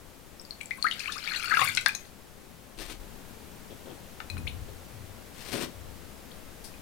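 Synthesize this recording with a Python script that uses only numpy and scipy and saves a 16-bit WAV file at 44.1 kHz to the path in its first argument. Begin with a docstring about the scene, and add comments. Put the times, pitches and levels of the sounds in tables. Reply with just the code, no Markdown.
"""Water pours from a cup into a wide glass bowl on a kitchen table. Trapped air rings as single plinks,
thickens to a babble with gulps and ends in drips. A small dish scuffs over a straw mat by stick-slip
friction, and a low hum joins the room noise. Lumps of sugar slap the water and the glass rings faintly;
the dish scuffs again, and last a rush of dry yeast patters in. Throughout, everything is close to the
left microphone, while the right one hears mostly the small room."""
import sys
import numpy as np
from scipy import signal
from scipy.fft import rfft, irfft
from scipy.io import wavfile

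SR = 44100
rng = np.random.default_rng(int(sys.argv[2]) if len(sys.argv) > 2 else 0)


def unload_audio(sound):
    """Save the sound as a 16-bit wav file, at the path given as the first command line argument."""
    columns = np.transpose(np.atleast_2d(sound))
    # keep every value between -1 and 1, then stretch to whole-number steps
    steps = np.round(np.clip(columns, -1, 1) * 32767)
    wavfile.write(sys.argv[1], SR, steps.astype(np.int16))


N = 300321
TIME = np.arange(N) / SR
TOP_HZ = 16100


def bubble(hz, life_ms, rise, onset_cycles=0.13, swell=2.4, steady_hz=5500):
    """Minnaert resonance: trapped air pulsates, higher and louder as it nears the surface, then bursts."""
    life_samples = life_ms * SR / 1000
    age = np.arange(int(3 * life_samples) + 2) / life_samples
    rise = rise / (1 + (hz / steady_hz) ** 4)  # the tiniest bubbles hardly float up while they ring
    cycles = np.cumsum(hz * 2 ** (rise * np.minimum(age, 1) ** 2)) / SR
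    onset = 1 - np.exp(-cycles / onset_cycles)
    loudness = onset * np.exp(swell * rise * (age - .5) - age ** 3)
    return np.sin(2 * np.pi * cycles) * loudness


# Bubbles that stand out singly: (time [s], pitch [Hz], level [dB], nominal rise [octaves])
PLINKS = [ (.397, 5200, -32.5, 0.22), (.415, 7900, -37, 0.58), (.451, 4700, -37, -0.048),
          (.508, 4350, -25.5, 0.0081), (.6063, 2520, -34.5, 0.41), (.611, 2260, -26.5, 0.097),
          (0.614, 7800, -33.5, 0.29), (0.658, 7600, -29, -0.033), (.7087, 1977, -19.5, 0.29),
          (.773, 10400, -36, .2), (0.783, 1057, -40, 0.1), (0.826, 4410, -15.5, -0.13),
          (.844, 1215, -15, 0.43), (0.867, 1810, -15.5, 0.27), (.885, 4480, -28, -0.11),
          (0.9125, 3060, -19, -0.096), (.921, 2940, -23.5, 0.41), (.936, 10000, -35, 0.035),
          (1.0023, 2420, -25, 0.18), (1.058, 2390, -24, -0.2), (1.076, 2450, -23, 0.35),
          (1.082, 1080, -29.5, 0.7), (1.123, 3650, -24, -0.13), (1.158, 1117, -32, 0.47),
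          (1.181, 5200, -26.5, -0.14), (1.24, 4500, -30.5, 0.36), (1.275, 2240, -20.5, .07),
          (1.348, 2760, -25, 0.061), (1.361, 4030, -20.5, 0.15), (1.443, 1413, -26, -0.14),
          (1.509, 1597, -16, 0.39), (1.517, 1477, -16.5, 0.00081), (1.523, 1275, -17, 0.092),
          (1.54, 1603, -12.5, 0.063), (1.544, 1934, -21, 0.55), (1.5711, 1415, -13, -0.27),
          (1.593, 1152, -15.5, -0.088), (1.6135, 1071, -15, 0.25), (1.632, 2060, -20.5, 0.2),
          (1.676, 2310, -18.5, 0.11), (1.773, 1510, -21.5, 0), (1.773, 2020, -15.5, 0.42),
          (1.861, 1519, -11, 0.099), (1.874, 1615, -19, 0.11), (1.891, 2420, -18.5, 0),
          (1.951, 6200, -21, 0.045), (4.47, 2150, -25.5, 0.53), (4.475, 3300, -27.5, 0.42),
          (6.313, 3040, -43, 0.62)]

def plinks(ring_cycles=11.95, cycles_per_octave=13.8, tick_db=-8.5):
    """Free oscillation: a bubble pinches off with a tick, then rings, longer the further it climbs."""
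    out = np.zeros(N)
    for start, hz, db, rise in PLINKS:
        life_ms = 1000 * (ring_cycles + cycles_per_octave * max(rise, 0)) / hz
        add(out, start, amp(db) * bubble(hz, life_ms, rise))
        add(out, start, amp(db + tick_db) * crack(1.75 * hz, decay_ms=0.88))
    return out


# Strength of the stream as the cup tips and empties: (time [s], level [dB])
POUR_FLOW = [(.3, -52), (.75, -27), (1.0, -13), (1.22, -12.5), (1.32, -4.5), (1.42, -3), (1.53, -6),
             (1.6, 2), (1.7, -3), (1.77, -14.5), (2.08, -28.5)]
# Spectrum of the small bubbles: (frequency [Hz], gain [dB])
BABBLE_SPECTRUM = [(400, -37), (700, -25), (1000, -26), (1350, -4), (2400, 1), (3200, -4.5), (4400, 0.5),
                   (5600, -15.5), (9000, -22), (15000, -36)]
# Spectrum of the fine spray: (frequency [Hz], gain [dB])
SPRAY_SPECTRUM = [(100, -9), (600, -3), (2000, -16), (4700, 3), (5700, 8), (6700, 12), (8000, 10),
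                  (9600, 6), (11500, 11), (15500, 3)]

def stream(babble_db=-31.5, spray_db=-46, spray_exponent=0.56, slop_db=-47.5):
    """Air entrainment: the stream drags in small bubbles and throws spray; both grow with the flow."""
    flow = amp(np.interp(TIME, *np.transpose(POUR_FLOW), left=-200, right=-200))
    running = flow > amp(-100)
    babble = swarm(count=1400, low_hz=750, high_hz=7000, life_ms=5.5, spread_db=3.0, glide=0.058)
    babble = colour(babble, BABBLE_SPECTRUM)
    fizz = swarm(count=3400, low_hz=3900, high_hz=15400, life_ms=2.6, spread_db=7.5, glide=.04)
    spray = colour(fizz + amp(-4) * clicks(240, 2), SPRAY_SPECTRUM)
    last_slop = envelope(1.606, .04, attack_s=.06, release_s=0.082)  # the rest of the cup falls at once
    thrown = amp(spray_db) * flow ** spray_exponent + amp(slop_db) * last_slop
    babble = babble / np.std(babble[running]) * amp(babble_db) * flow
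    return babble + spray / np.std(spray[running]) * thrown


def swarm(count, low_hz, high_hz, life_ms, spread_db, glide):
    """Superposition of random bubbles during the pour: few are loud, and small ones are damped sooner."""
    begin, end = POUR_FLOW[0][0], POUR_FLOW[-1][0]
    out = np.zeros(N)
    for when, pitch, life, rise, loud in rng.random((count, 5)):
        hz = low_hz * (high_hz / low_hz) ** pitch
        db = -spread_db * np.log(loud + 0.035)
        ring_ms = life_ms * (0.65 + life) * np.sqrt(low_hz / hz)
        add(out, begin + when * (end - begin), amp(db) * bubble(hz, ring_ms, glide * rise))
    return unit(out) * np.sqrt((end - begin) * SR / N)


# Drops and lumps hitting the water: (time [s], peak level [dB], centre [Hz], decay [ms])
SURFACE_IMPACTS = [(.613, -38, 7500, 4), (0.632, -32, 9500, 2), (.657, -36, 8000, 5),
                   (.839, -28, 10300, 3.4), (0.911, -25.5, 3420, 12), (.994, -24, 4480, 12),
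                   (1.12, -23.5, 4600, 17), (1.238, -33, 2590, 1.4), (1.276, -24, 2500, 1.5),
                   (1.398, -27, 7000, 1.5), (1.5713, -12, 2550, 1.6), (1.6152, -11, 2260, 3.6),
                   (1.616, -19, 750, 5.3), (1.643, -16, 11300, 7.4), (1.687, -18.5, 10100, 1.5),
                   (1.7502, -11, 6000, .29), (1.764, -19, 8000, .7), (1.7728, -10, 3620, 3.1),
                   (1.811, -24, 7000, 2.7), (1.861, -2.5, 1980, 1.25), (1.8611, -18, 8150, .44),
                   (1.8844, -11.5, 10800, 0.5), (1.9512, -18, 7000, 1.1), (4.2028, -23.5, 1400, 2.9),
                   (4.2035, -36, 3800, 2), (4.301, -33.5, 7000, 3.9), (4.369, -30, 1170, 3.5),
                   (4.381, -41, 9000, 10)]

def slaps():
    """Impact sound: each drop or lump sends out one pressure transient as it meets the surface."""
    out = np.zeros(N)
    for start, db, hz, decay_ms in SURFACE_IMPACTS:
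        add(out, start, amp(db) * crack(hz, decay_ms))
    return out


def crack(hz, decay_ms):
    """Impulsive excitation: a brief push on water gives a broad band around its centre; peak 1."""
    t = TIME[:2048]
    push = rng.standard_normal(len(t)) * np.exp(-1000 * t / decay_ms)
    push[0] += 4
    edges = [min(0.59 * hz, TOP_HZ / 2), min(2.5 * hz, TOP_HZ)]
    sound = signal.lfilter(*signal.butter(2, edges, "band", fs=SR), resonate(push, hz, 0.36 * hz))
    return sound / np.abs(sound).max()


# Resonances of the bowl's air and wall: (frequency [Hz], bandwidth [Hz], gain [dB])
BOWL_RESONANCES = [(892, 42, -1), (1080, 8.5, -24), (1200, 8.8, -28), (1318, 28, 1.5), (1644, 6.9, 0.5),
                   (1830, 50, -12), (2154, 73, -15), (2526, 13, 3), (4350, 780, -10), (9360, 360, 6.5)]

def bowl_hollow(water):
    """Forced vibration: every splash drives the air in the bowl and its wall."""
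    return sum(amp(db) * resonate(water, hz, width) for hz, width, db in BOWL_RESONANCES)


# Light touches on the glass: (time [s], level [dB], favoured frequency [Hz])
GLASS_TOUCHES = [(1.9499, -18, 5900), (4.3005, -26.5, 3700), (4.379, -35.5, 3300), (4.485, -29, 12000),
                 (6.74, -49.5, 2400)]
# Modes of the glass: (frequency [Hz], level [dB], time to fade by 60 dB [s])
GLASS_MODES = [(2502, 10, 0.16), (4070, 3, 0.048), (6200, -6, 0.051), (6650, -6, 0.15), (8600, -15, .1),
               (9500, -6, 0.13)]

def clinks(reach_octaves=0.38, split=.012):
    """Modal ringing: touched glass sounds its natural frequencies; harder contact favours higher ones."""
    out, t = np.zeros(N), TIME[:SR // 2]
    for start, db, favoured_hz in GLASS_TOUCHES:
        for hz, mode_db, t60 in GLASS_MODES:
            share = 1 / (1 + (np.log2(hz / favoured_hz) / reach_octaves) ** 2)
            # the touch damps the first swing quickly and a weaker ring stays
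            ring = np.exp(-t / 0.002) + 0.58 * np.exp(-np.log(1000) * t / t60)
            # glass that is not quite round splits each mode into a beating pair
            pair = 0.57 * np.sin(2 * np.pi * hz * t) + 0.073 * np.sin(2 * np.pi * hz * (1 - split) * t)
            add(out, start, amp(db + mode_db) * share * ring * pair)
    return out


# Pushes of the dish: (time [s], length [s], straw level [dB], dish level [dB], attack [s])
DISH_PUSHES = [(2.792, 0.07, -41, -46, 0.023), (2.902, .018, -42, -48, 0.023),
               (5.393, 0.038, -44, -68, 0.067), (5.46, 0.058, -41.5, -47.5, 0.016),
               (5.536, 0.047, -31.5, -29.5, 0.023), (5.612, 0.022, -34.5, -33, 0.022)]
# Spectrum of crackling straw: (frequency [Hz], gain [dB])
STRAW_SPECTRUM = [(500, -9), (900, -7.5), (1500, -5.5), (2500, -4), (4400, -6), (5700, -9), (7100, -13),
                  (9200, -8.5), (10800, -19.5), (12000, -13), (16000, -25)]

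def scuffs(weave_db=3.0):
    """Stick-slip friction: the dish catches on the weave and chatters while straw fibres crackle."""
    roughness = noise([(10, -6), (50, -22), (120, -38), (500, -82)])
    weave = amp(weave_db * np.tanh(roughness))
    straw = unit(colour(clicks(1800, 0.77), STRAW_SPECTRUM) * weave)
    chatter = dish_body(clicks(900, 0.54) * weave)
    out = np.zeros(N)
    for start, length, straw_db, dish_db, attack_s in DISH_PUSHES:
        scrape = amp(straw_db) * straw + amp(dish_db) * chatter
        out += scrape * envelope(start, length, attack_s, release_s=.019)
    return out


# Fingers shifting on the dish: (time [s], length [s], level [dB])
FINGER_SHIFTS = [(3.707, .015, -42), (3.861, 0.063, -40.5), (4.686, 0.0084, -43.5)]

def fingers(rim_db=-15, rim_hz=3300):
    """Friction and light impact: fingers rub the body of the dish and tick on its rim."""
    grip = sum(amp(db) * envelope(start, length, attack_s=0.0092, release_s=0.02)
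               for start, length, db in FINGER_SHIFTS)
    rim = unit(resonate(clicks(300, 2.5), rim_hz, width=500))
    return (dish_body(clicks(900, 1.9)) + amp(rim_db) * rim) * grip


# Low modes of the held dish: (frequency [Hz], nominal bandwidth [Hz], gain [dB])
DISH_MODES = [(232, 135, 6.5), (359, 79, 5.5), (500, 73, -2.5)]

def dish_body(push):
    """Damped resonance: the held dish answers a force in a few broad, low bands."""
    return unit(sum(amp(db) * resonate_twice(push, hz, 2 * width) for hz, width, db in DISH_MODES))


# Spectrum of falling grains: (frequency [Hz], gain [dB])
GRAIN_SPECTRUM = [(1500, -23), (3000, -13), (4600, -1), (7000, -10), (9500, -2.5), (15000, -15)]

def yeast(start_s=6.644, db=-39.5):
    """Shot noise: tiny dry grains strike glass and water in a rush that fades."""
    grains = unit(colour(clicks(6000, 3), GRAIN_SPECTRUM))
    return grains * amp(db) * envelope(start_s, 0, attack_s=.006, release_s=.03)


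# Bumps of the table under gulps and moving hands: (time [s], length [s], level [dB], centre [Hz])
TABLE_BUMPS = [(1.59, .06, -43.5, 124), (2.806, 0.17, -44, 32), (4.335, 0.073, -34, 72),
               (4.366, 0.022, -37.5, 124), (4.577, .05, -36.5, 59.4), (4.956, 0.043, -44, 96),
               (5.787, 0.089, -40.5, 67)]

def bumps(relative_width=0.61):
    """Structure-borne sound: the table shudders, lower or higher according to where it is pushed."""
    push, out = clicks(500, 0.79), np.zeros(N)
    for start, length, db, hz in TABLE_BUMPS:
        shudder = unit(resonate_twice(push, hz, relative_width * hz))
        out += amp(db) * shudder * envelope(start, length, attack_s=0.058, release_s=0.12)
    return out


# Decay of the kitchen's echo: (frequency [Hz], reverberation time [s])
REVERB_TIMES = [(200, 0.27), (1500, 0.18), (5000, 0.23), (14000, 0.092)]

def room_tail(build_s=0.0026):
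    """Reverberation: diffuse echoes of bowl, table and walls, with unit energy; the top dies first."""
    t = TIME[:SR // 2]
    spectrum, freqs = rfft(rng.standard_normal(len(t))), np.fft.rfftfreq(len(t), 1 / SR)
    tail = np.zeros(len(t))
    for hz, t60 in REVERB_TIMES:
        band = at_pitch([(other, other == hz) for other, _ in REVERB_TIMES], freqs)
        tail += irfft(spectrum * band, len(t)) * np.exp(-np.log(1000) * t / t60)
    tail *= 1 - np.exp(-(t / build_s) ** 2)
    return tail / np.sqrt(np.sum(tail ** 2))


# Spectrum of the room noise: (frequency [Hz], gain [dB])
AIR_SPECTRUM = [(20, -1.5), (36, -8), (52, -5.5), (75, -7.5), (140, -9), (215, -7.5), (319, -12),
                (500, -13.5), (759, -17.5), (1190, -21.5), (1960, -24.5), (5230, -31), (14700, -34),
                (16000, -38)]
# Further colouring of that noise on the right: (frequency [Hz], gain [dB])
RIGHT_TILT = [(30, -9), (300, -7), (2000, 0), (6000, 3), (15000, 4)]

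def background(hum_start_s=3, hum_hz=69.7, hum_db=-52.5, waver_db=2, early_db=-47, late_db=-44):
    """Ambient noise: partly coherent rumble and hiss; at 3 s the background steps up and a randomly modulated
    hum comes in."""
    left, independent = noise(AIR_SPECTRUM), noise(AIR_SPECTRUM)
    right = colour(0.24 * left + 0.62 * independent, RIGHT_TILT)
    humming = TIME > hum_start_s
    air = np.array([left, right]) * amp(np.where(humming, late_db, early_db))
    waver = noise([(2, 8), (8, -36), (60, -120)])
    phase = 2 * np.pi * hum_hz * TIME + 0.18 * waver
    hum = (np.sin(phase) + amp(-13.5) * np.sin(2 * phase)) * amp(hum_db + waver_db * waver) * humming
    return air + np.array([hum, amp(-28) * hum])


def amp(db):
    """Decibels to amplitude ratio."""
    return 10 ** (np.asarray(db) / 20)


def unit(x):
    """Normalisation to rms 1."""
    return x / np.sqrt(np.mean(x ** 2))


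def at_pitch(points, hz):
    """Interpolation of (frequency [Hz], value) points on a logarithmic frequency axis."""
    freqs, values = np.transpose(points)
    return np.interp(np.log(hz + 1), np.log(freqs), values)


def colour(x, points):
    """Spectral shaping by (frequency [Hz], gain [dB]) points."""
    gain = amp(at_pitch(points, np.fft.rfftfreq(len(x), 1 / SR)))
    return irfft(rfft(x) * gain, len(x))


def noise(points):
    """Gaussian noise shaped by (frequency [Hz], gain [dB]) points, rms 1."""
    return unit(colour(rng.standard_normal(N), points))


def clicks(rate, spread_db):
    """Poisson process: random impulses of uneven size at a mean rate per second, rms 1."""
    size = amp(spread_db * np.minimum(rng.exponential(size=N), 4))
    return unit((rng.random(N) < rate / SR) * size * rng.choice([-1, 1], N))


def resonate(x, hz, width):
    """Two-pole resonance with gain 1 at its centre and a bandwidth in Hz."""
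    return signal.lfilter(*signal.iirpeak(min(hz, SR * .45), hz / min(width, SR * .3), fs=SR), x)


def resonate_twice(x, hz, width):
    """Two equal resonances in cascade: a narrower peak with steeper skirts."""
    return resonate(resonate(x, hz, width), hz, width)


def envelope(start, length, attack_s, release_s):
    """Linear rise until the start, a hold for the length, then exponential decay."""
    rise = np.clip(1 + (TIME - start) / attack_s, 0, 1)
    return rise * np.exp(-np.maximum(TIME - start - length, 0) / release_s)


def add(track, start, sound):
    """Superposition of a sound on a track at a time in seconds."""
    i = max(int(start * SR), 0)
    track[i:i + len(sound)] += sound[:max(N - i, 0)]


def scene(wash_db=-6, echo_left_db=-9, echo_right_db=-15.5):
    """Direct and reverberant fields: close sound dominates on the left, the room's echo on the right."""
    pour = stream()
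    # the stream lands deep in the bowl, whose walls smear its grains
    wash = signal.fftconvolve(pour, room_tail()[:SR // 25])[:N]
    water = plinks() + amp(2.5) * pour + amp(wash_db) * wash + slaps()
    hollow = bowl_hollow(water)
    bowl = water + clinks()
    table = scuffs() + fingers() + bumps() + yeast()
    left = bowl + table + hollow
    right = amp(-23) * bowl + amp(-17) * table - amp(-12) * hollow
    echo = [amp(db) * signal.fftconvolve(left, room_tail())[:N] for db in (echo_left_db, echo_right_db)]
    return np.array([left, right]) + np.array(echo) + background()


def record(dry):
    """Clipping and band limiting: full scale caps the peaks and a steep low-pass cuts the top."""
    lowpass = signal.ellip(10, .2, 70, TOP_HZ, fs=SR, output="sos")
    return signal.sosfilt(lowpass, np.clip(dry, -1, 1))


dry = scene()
out = record(dry)
unload_audio(out)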